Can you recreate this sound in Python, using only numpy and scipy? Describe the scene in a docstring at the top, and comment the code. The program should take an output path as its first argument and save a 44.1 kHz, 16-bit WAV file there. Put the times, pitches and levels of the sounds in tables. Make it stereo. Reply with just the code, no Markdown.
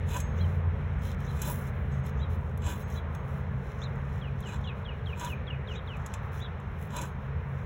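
"""Outdoors, far traffic rumbles from the start and slowly fades, while two engines drone.
Almost at once, close by, a glove rustles, fingertips tick on metal studs, and the hand gives a rusty
wheel hub the first of six flicks. Each time, rust in the dry bearing makes the hub and its flange
(the flat rim) grate. Soon a bird starts to chirp now and then, with two voices at once. From about
4 to 6 seconds another bird sings nine falling whistles. The last flick comes at 7 seconds."""
import sys
import numpy as np
from scipy import signal
from scipy.fft import rfft, irfft, next_fast_len
from scipy.io import wavfile
from scipy.ndimage import uniform_filter1d

SR = 44100
rng = np.random.default_rng(int(sys.argv[2]) if len(sys.argv) > 2 else 0)


def generate_wav(signal):
    """Clip the signal to [-1, 1] and save it as 16-bit WAV at the path in sys.argv[1]."""
    frames = np.transpose(np.atleast_2d(signal))
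    scaled = np.clip(frames, -1, 1) * 32767
    pcm = np.round(scaled).astype(np.int16)
    wavfile.write(sys.argv[1], SR, pcm)


N = 337365
PADDED = next_fast_len(N)
T = np.arange(N) / SR
HZ = np.fft.rfftfreq(PADDED, 1 / SR)
TREBLE = 1 / (1 + (9500 / (HZ + 1)) ** 8)  # a filter that keeps what lies above 9500 Hz

# Traffic moving away. Each row: time in seconds, level of the rumble in dB.
RUMBLE_LEVELS = [(0, -32), (2.6, -34), (2.9, -35), (7.65, -37.5)]
# The tone of the rumble and of the tyre roar. Each row: frequency in Hz, strength in dB.
RUMBLE_TONE = [(12, -57), (20, -34), (30, -21.5), (69, 0.5), (86, -1), (108, -6), (143, -6.5), (163, -8.5),
               (209, -11.5), (340, -35.5), (440, -80), (750, -120)]
ROAR_TONE = [(330, -4.5), (430, 1.5), (700, -5.5), (1000, -4.5), (1700, -9), (2400, -15), (3500, -26),
             (5000, -33.5), (7000, -48.5), (15500, -50.5)]
# How the two far engines swell and fade. 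Each row: time in seconds, level in dB.
LOW_ENGINE_LEVELS = [(0, -34), (0.45, -29), (1.3, -40.5), (2.15, -41.5), (2.32, -32.5), (3.2, -38),
                     (3.5, -48.5), (4.9, -53), (5.09, -36), (5.25, -52.5), (7.65, -42)]
HIGH_ENGINE_LEVELS = [(0, -42), (1.85, -42), (2.0, -32.5), (2.5, -45.5), (3.3, -40.5), (4.2, -37.5),
                      (5.1, -49.5), (5.55, -37.5), (5.75, -74), (5.9, -46.5), (6.9, -45.5), (7.1, -41.5),
                      (7.65, -37.5)]
# The glove sliding on rust and on itself. Each row: middle in seconds, length in seconds, level in dB,
# boost above 9500 Hz in dB. Here and below, a negative boost is a cut.
GLOVE_STROKES = [(0.142, 0.13, -51, 2.5), (0.48, 0.25, -67.5, 1), (1.083, 0.12, -52, -4),
                 (1.229, 0.077, -59.5, -7), (1.376, 0.19, -58, 2), (1.494, 0.089, -50.5, 9),
                 (1.582, 0.086, -57, 9.5), (1.66, 0.082, -57.5, 1), (1.96, 0.087, -67, -10),
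                 (2.075, 0.061, -59, -1), (2.33, 0.067, -68.5, 5), (2.49, 0.1, -71, -8),
                 (2.71, 0.06, -50, 7), (2.785, 0.09, -55.5, 9), (2.93, 0.13, -62, 2.5),
                 (3.14, 0.068, -71, -2), (3.33, 0.17, -65, 0.5), (3.623, 0.42, -78, -4),
                 (3.96, 0.78, -74, -9), (4.162, 0.093, -70, -8), (4.514, 0.25, -67, -15),
                 (4.798, 0.09, -72, -1), (5.102, 0.089, -64.5, -3.5), (5.258, 0.15, -57.5, 1.5),
                 (5.714, 0.077, -59, -14), (6.258, 0.063, -74, -5), (6.042, 0.32, -64, -18),
                 (6.366, 0.085, -59, 4), (6.84, 0.098, -72, 7), (7.003, 0.18, -59.5, 3),
                 (7.242, 0.094, -69, -7), (7.625, 0.16, -64.5, -12)]
# The tone of the cloth. Each row: frequency in Hz, strength in dB.
CLOTH_TONE = [(1500, -6), (3000, 13.5), (5000, 11.5), (7500, -3.5), (10000, -10), (13000, -17),
              (15500, -12.5)]
# Fingertips meeting a stud or the flange. 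Each row: start in seconds, level in dB, boost below 4000 Hz
# in dB, boost above 9500 Hz in dB, ringing in dB compared with the level.
FINGER_TICKS = [(0.088, -38, -1, -6, -33), (0.165, -28, -11, -16, -43), (0.1999, -29, 0.5, -4, -23),
                (0.461, -50, -3, -10, -40), (0.934, -61, 0, 8, -38), (.9916, -60, -3, 6, -13),
                (1.2037, -54, 0, 12, -25), (1.3144, -51, 3, 0, -34), (1.415, -25, -11, 3, -47),
                (1.675, -44, -6, -6, -37), (1.9215, -66, 0, -3, 0), (1.994, -58, 0, 4, -37),
                (2.036, -64.5, 0, -3, -2.5), (2.0616, -46, 7, 13, -41), (2.574, -45.5, 4, 12, -38),
                (2.6209, -46, 0, -10, -30), (2.82, -54, 0, -5, -10), (2.8998, -43, -3, 2, -22),
                (3.148, -45, 14.5, 8, -23.5), (3.955, -51.5, 0, -1, -33), (4.403, -45.5, 0, 11.5, -44),
                (4.541, -43, -5, -27, -42), (5.1945, -31, -13, -16, -25), (5.244, -29, -15, -5, -41),
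                (5.968, -49.5, 0, 6, -37), (6.0602, -32.5, -8, -9, -43), (6.136, -30, -0.5, -26, -49),
                (6.6, -51.5, 0, 2, -32), (6.825, -52, 0, 16.5, -30), (6.9037, -43, -1, -18, -37),
                (6.9631, -28.5, 1, -2, -37), (7.013, -27, -28, -10, -36)]
# The notes a stud rings with. Each row: pitch in Hz, level in dB, seconds to fade by 60 dB.
STUD_NOTES = [(6486, 3.5, 0.36), (3390, 0, 0.3), (7700, 1, 0.22), (11090, -12, 0.12)]
# The notes the hub and flange ring with. Each row: pitch in Hz, width in Hz, level in dB.
HUB_NOTES = [(312, 10, -1), (504, 85, -4), (610, 65, -1), (787, 80, -2), (967, 30, 6.5), (1090, 85, -4),
             (1240, 65, -2.5), (1392, 75, -2), (1530, 100, -3), (1715, 80, -6), (2510, 80, -5),
             (2920, 65, -3.5), (3410, 95, -4.5), (3920, 120, -6.5), (4800, 220, -12), (5660, 50, -14),
             (6520, 80, -11), (6770, 60, -12), (7400, 170, -11), (8050, 70, -14), (9660, 94, -22),
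             (10900, 80, -25)]
# Flicks of the hub. Each row: middle in seconds, length in seconds, level in dB, boost above 2000 Hz in
# dB, boost below 800 Hz in dB, delay of that low part in seconds, boost of the flange note in dB.
FLICKS = [(0.147, 0.12, -38.5, -1, 4, 0.0059, 2), (1.445, 0.11, -38, -4, 6.5, 0.035, -5.5),
          (2.688, 0.12, -36.5, -2.5, 0.5, 0.0088, -2), (4.518, 0.091, -37.5, -6.5, -1, .005, -1),
          (5.231, 0.11, -37, -5.5, 0, .005, 3), (6.991, 0.13, -34, -6, 1.5, 0.0042, -3)]
# The first bird's chirps. Each row: start in seconds, length in seconds, top pitch in Hz, lower voice's
# pitch as a share of the upper's, level in dB, boost of the lower voice in dB, level of the rasp in dB.
BIRD_CHIRPS = [(0.384, 0.074, 4100, 0.81, -44.5, -6, -62), (1.266, 0.058, 4060, 0.85, -41.5, -10, -61),
               (2.191, 0.076, 3950, 0.85, -48, -6, -64), (2.947, 0.056, 4050, 0.86, -49, -2.5, -60),
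               (3.818, 0.056, 4150, 0.94, -43.5, 3, -58.5), (4.653, 0.049, 4020, .87, -43, -2, -66),
               (5.745, 0.056, 3880, 0.88, -42.5, -6, -58), (6.4, 0.078, 3900, 0.91, -42.5, -4.5, -58.5)]
# The course of one chirp. Each row: share of its length, share of its top pitch, boost of the upper
# voice in dB, boost of the lower voice in dB.
CHIRP_SHAPE = [(0, .83, -11, -18), (.2, .93, -4, -7), (.4, 1, 0, -1), (.66, .975, -1, 0),
               (.83, .94, -6, -2), (1, .89, -20, -10)]
# The second bird's whistles. Each row: time of the rough middle in seconds, level in dB.
BIRD_WHISTLES = [(4.25, -43), (4.463, -40.5), (4.676, -39), (4.887, -39), (5.097, -38.5), (5.299, -37),
                 (5.505, -38), (5.711, -39), (5.911, -38.5)]
# How alike the two microphones hear a sound. Each row: frequency in Hz, likeness from 0 to 1.
STEREO_LIKENESS = [(60, 1), (250, 0.89), (400, 0.7), (700, 0.072), (1600, 0.47), (2600, 1), (3700, 0.16),
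                   (4500, 1), (16000, 1)]
# How much louder the left microphone is. Each row: frequency in Hz, left minus right in dB.
LEFT_LEAN = [(60, 2.6), (200, 4), (430, 5.8), (800, 2), (1300, .3), (16000, 0)]
# How far the wave on the right runs ahead. Each row: frequency in Hz, lead in radians.
RIGHT_LEAD = [(0, 0), (250, 0), (750, 1.3), (1800, 0), (2600, -1.6), (3600, -1.8), (4650, -np.pi)]


def undb(db):
    """Turn decibels into a number to multiply by."""
    return 10 ** (np.asarray(db) / 20)


def unit(x):
    """Scale a sound to an average power of 1."""
    return x / np.sqrt(np.mean(x ** 2))


def on_log_hz(table):
    """Join rows of (Hz, value) into a curve over all frequencies, giving each octave equal room."""
    hz, value = np.transpose(table)
    return np.interp(np.log(HZ + 1), np.log(hz), value)


def colour(x, gain):
    """Filter a sound: multiply each frequency by its own gain."""
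    return irfft(rfft(x, PADDED) * gain, PADDED)[:N]


def walk(per_s):
    """A smooth random wobble of about 1 either way, with per_s new values a second."""
    hold = int(SR / per_s)
    steps = np.repeat(rng.standard_normal(N // hold + 1), hold)
    return 1.32 * uniform_filter1d(uniform_filter1d(steps, hold), hold)[:N]


def patchy(x, depth_db, per_s):
    """Make each octave of a sound flicker in level on its own."""
    octave = np.log2(HZ + 1)
    bands = (colour(x, np.clip(1 - np.abs(octave - k), 0, 1)) for k in range(8, 15))
    return sum(band * undb(depth_db * walk(per_s)) for band in bands)


def grit(per_s, spread_db):
    """Random clicks, most of them small and a few large."""
    hit = rng.random(N) < per_s / SR
    return unit(hit * rng.standard_normal(N) * undb(spread_db * rng.exponential(size=N)))


def bump(mid, length, edge):
    """A swell up to 1 and back; a larger edge makes it squarer."""
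    return np.exp(-np.abs((T - mid) / (length / 2)) ** edge)


def spread(x, other):
    """Make stereo: the left side hears x, the right side a blend of x and other."""
    alike = np.clip(on_log_hz(STEREO_LIKENESS), 0, 1)
    return np.array([x, colour(x, alike) + colour(other, np.sqrt(1 - alike ** 2))])


def traffic(roar_db=-43, roar_fade_db_per_s=0.2067):
    """Deep rumble and tyre roar, both fading slowly as the traffic moves away."""
    times, rumble_db = np.transpose(RUMBLE_LEVELS)
    rumble_gain = undb(np.interp(T, times, rumble_db))
    roar_gain = undb(roar_db - roar_fade_db_per_s * T)
    bass = 1 / (1 + (HZ / 340) ** 8)
    pair = []
    for _ in range(2):
        rumble = colour(rng.standard_normal(N), undb(on_log_hz(RUMBLE_TONE)) * bass)
        roar = colour(rng.standard_normal(N), undb(on_log_hz(ROAR_TONE)) * (1 - bass))
        roar = patchy(roar, depth_db=1.6, per_s=4)
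        pair.append(unit(rumble) * rumble_gain + unit(roar) * roar_gain)
    return spread(*pair)


def drone(hz, levels, waver_hz):
    """An engine's firing makes a tone, which wavers in pitch and level on its long way here."""
    times, db = np.transpose(levels)
    phase = 2 * np.pi * np.cumsum(hz + waver_hz * walk(9)) / SR
    return np.sqrt(2) * undb(np.interp(T, times, db) + 2 * walk(12)) * np.sin(phase)


def engines():
    """One engine sags slowly in pitch; the other slows for 2.1 seconds and then holds."""
    low_hz = 85.4 - 0.4 * T
    high_hz = np.interp(T, [0, 2.1], [147.26, 134.8])
    low = drone(low_hz, LOW_ENGINE_LEVELS, waver_hz=1.527)
    return low + drone(high_hz, HIGH_ENGINE_LEVELS, waver_hz=0.97)


def glove():
    """Fibres catch and slip in a mass of fine clicks; each stroke has its own brightness."""
    fibres = grit(per_s=5000, spread_db=2.1) * undb(2 * walk(14))
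    fibres = patchy(fibres, depth_db=2.2, per_s=18)
    cloth = undb(on_log_hz(CLOTH_TONE)) * (HZ / (HZ + 1500)) ** 2
    low = unit(colour(fibres, cloth * (1 - TREBLE)))
    high = unit(colour(fibres, cloth * TREBLE))
    rustle = (low + high) * undb(-80 + 3.5 * walk(11))  # small restless movements of the hand
    for mid, length, db, high_db in GLOVE_STROKES:
        rustle += undb(db) * bump(mid, length, edge=4.6) * (low + undb(high_db) * high)
    return rustle


def hub_filter():
    """The hub and flange favour their own notes; neighbouring notes swing opposite ways."""
    notes = sum((-1) ** k * undb(db) / (1 + 1j * (HZ - hz) / (width / 2))
                for k, (hz, width, db) in enumerate(HUB_NOTES))
    body = notes + undb(-19.5) * HZ / (HZ + 300) / (1 + HZ / 6000)
    return body / np.sqrt(np.mean(np.abs(body) ** 2))


def ticks():
    """A fingertip meets metal with a short dry crack, then the stud rings faintly."""
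    cracks, ringing = np.zeros((3, N + SR)), np.zeros(N + SR)
    t = T[:SR // 2]
    ring = sum(undb(db - 60 * t / fade_s) * np.sin(2 * np.pi * hz * t) for hz, db, fade_s in STUD_NOTES)
    for start, db, low_db, high_db, ring_db in FINGER_TICKS:
        age = t / undb(0.33 * (db + 30))  # lighter touches give shorter cracks
        rise = np.minimum(age / 0.003, 1) ** 2
        fall = np.exp(-age / 0.0045) + 0.15 * np.exp(-age / 0.016)
        crack = rng.standard_normal(len(t)) * rise * fall
        i = int(start * SR)
        cracks[:, i:i + len(t)] += np.outer(undb([db + low_db, db, db + high_db]), crack)
        ringing[i:i + len(t)] += undb(db + ring_db) * ring
    low, middle, high = cracks[:, :N]
    bass_cut = (HZ / 1400) ** 2 / (1 + (HZ / 1400) ** 2)
    body = bass_cut * (1 - TREBLE + undb(-3) * hub_filter())  # part of each blow goes through the flange
    below = 1 / (1 + (HZ / 4000) ** 4)
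    knock = colour(low, body * below) + colour(middle, body * (1 - below))
    snap = colour(high, TREBLE / (1 + (HZ / 13000) ** 4))
    return knock + snap + ringing[:N]


def bearing(flange_hz=967, flange_width_hz=70):
    """Rust grains under the rollers shake the hub while it turns, and it rings on a little."""
    grains = grit(per_s=4000, spread_db=1.6) * undb(1.5 * walk(50))
    grains = patchy(grains, depth_db=2.2, per_s=45)
    low = colour(grains, 1 / (1 + (HZ / 800) ** 4))
    high = colour(grains, 1 / (1 + (2000 / (HZ + 1)) ** 2))
    middle = grains - low - high
    flange = colour(grains, np.exp(-((HZ - flange_hz) / flange_width_hz) ** 2))
    shaking = np.zeros(N)
    for mid, length, db, high_db, low_db, delay, flange_db in FLICKS:
        grip = (undb(flange_db) - 1) * flange  # each grip damps the flange note differently
        scrape = bump(mid, length, edge=2.8) * (middle + undb(high_db) * high + grip)
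        growl = bump(mid + delay, length, edge=3.5) * undb(low_db) * low
        shaking += undb(db) * (scrape + growl)
    return colour(shaking, hub_filter())


def hoarse_voice(times, hz, db, flutter_db=2.5, pitch_waver=0.008):
    """One voice from a bird's hoarse throat: an unsteady tone gliding through the given points."""
    gain = undb(np.interp(T, times, db, left=-200, right=-200) + flutter_db * walk(220))
    pitch = np.interp(T, times, hz) * (1 + pitch_waver * walk(300))
    return gain * np.sin(2 * np.pi * np.cumsum(pitch) / SR + 2 * np.pi * rng.random())


def chirps(rasp_hz=6000, rasp_rise_hz_per_s=14000):
    """The first bird opens each chirp with a rising rasp and sings two voices that rise and fall."""
    song = np.zeros(N)
    roughness = walk(2800)
    time_share, pitch_share, upper_shape, lower_shape = np.transpose(CHIRP_SHAPE)
    for start, length, top_hz, lower_share, db, lower_db, rasp_db in BIRD_CHIRPS:
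        t = T - start
        rasp = roughness * np.sin(2 * np.pi * (rasp_hz + rasp_rise_hz_per_s * t / 2) * t)
        song += undb(rasp_db) * bump(start, length=0.065, edge=3.1) * rasp
        for share, shape_db in ((1, upper_shape), (lower_share, lower_shape + lower_db)):
            levels = db + shape_db + 2 * rng.standard_normal(len(shape_db))
            song += hoarse_voice(start + length * time_share, share * top_hz * pitch_share, levels)
    return song


def whistle(mid, db, mid_hz=2935, slide_hz_per_s=13300, lead_s=0.038, length_s=0.1):
    """The second bird's whistle drops fast from its top pitch, then slides down evenly."""
    t = T - mid + lead_s
    drop_hz = 850 * np.exp(-np.abs(t) / 0.003)
    hz = mid_hz - slide_hz_per_s * (t - lead_s) + drop_hz
    fade = np.clip(np.minimum(t / 0.001, (length_s - t) / 0.045), 0, 1)  # quickly in, slowly out
    swell_db = -2 * np.clip(1 - t / lead_s, 0, 1)
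    waver = 1 + 0.0066 * rng.standard_normal() + 0.01 * walk(200)
    phase = 2 * np.pi * np.cumsum(hz * waver * (fade > 0)) / SR
    return fade * undb(db + swell_db) * np.sin(phase)


def birds(bounce_s=0.00242, bounce_db=-4, echo_db=-37, echo_fade_s=0.3):
    """Both songs, with a blur of echoes from walls and trees."""
    whistles = sum(whistle(mid, db) for mid, db in BIRD_WHISTLES)
    # a bounce off a surface near the bird cancels some pitches, breaking each whistle into beads
    bounce = undb(bounce_db) * np.exp(-2j * np.pi * HZ * bounce_s)
    song = colour(whistles, (1 + bounce) / (1 + undb(bounce_db))) + chirps()
    song *= undb(2.2 * walk(130) + 2 * walk(400))  # throat rasp and moving air make the level flutter
    t = T[:SR // 2]
    echoes = rng.standard_normal((2, len(t))) * undb(echo_db - 60 * t / echo_fade_s)
    muffled = colour(song, 1 / (1 + (HZ / 3300) ** 10))  # leaves swallow the higher notes
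    return song + signal.fftconvolve(muffled[None], echoes, axes=1)[:, :N]


def scene():
    """The hand and hub close by, with birds, engines and traffic behind them."""
    near = bearing() + glove() + ticks()
    # nearby surfaces send back a short blur of echoes, which makes the two sides differ
    t = T[:SR // 20]
    echoes = rng.standard_normal(len(t)) * np.exp(-t / 0.004)
    blurred = signal.fftconvolve(near, echoes / np.linalg.norm(echoes))[:N]
    return spread(near, blurred) + birds() + engines() + traffic()


def record(dry, right_lag_s=1 / 4275, top_hz=15800):
    """Two microphones: the bass leans left, the treble is late on the right, the very top is cut."""
    hz, lead = np.transpose(RIGHT_LEAD)
    phase = np.interp(HZ, hz, lead) - 2 * np.pi * right_lag_s * np.maximum(HZ - hz[-1], 0)
    lean = undb(on_log_hz(LEFT_LEAN) / 2)
    left = colour(dry[0], lean)
    right = colour(dry[1], np.exp(1j * phase) / lean)
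    top_cut = signal.ellip(10, .2, 70, top_hz, fs=SR, output="sos")
    return signal.sosfilt(top_cut, np.array([left, right]))


dry = scene()
out = record(dry)
generate_wav(out)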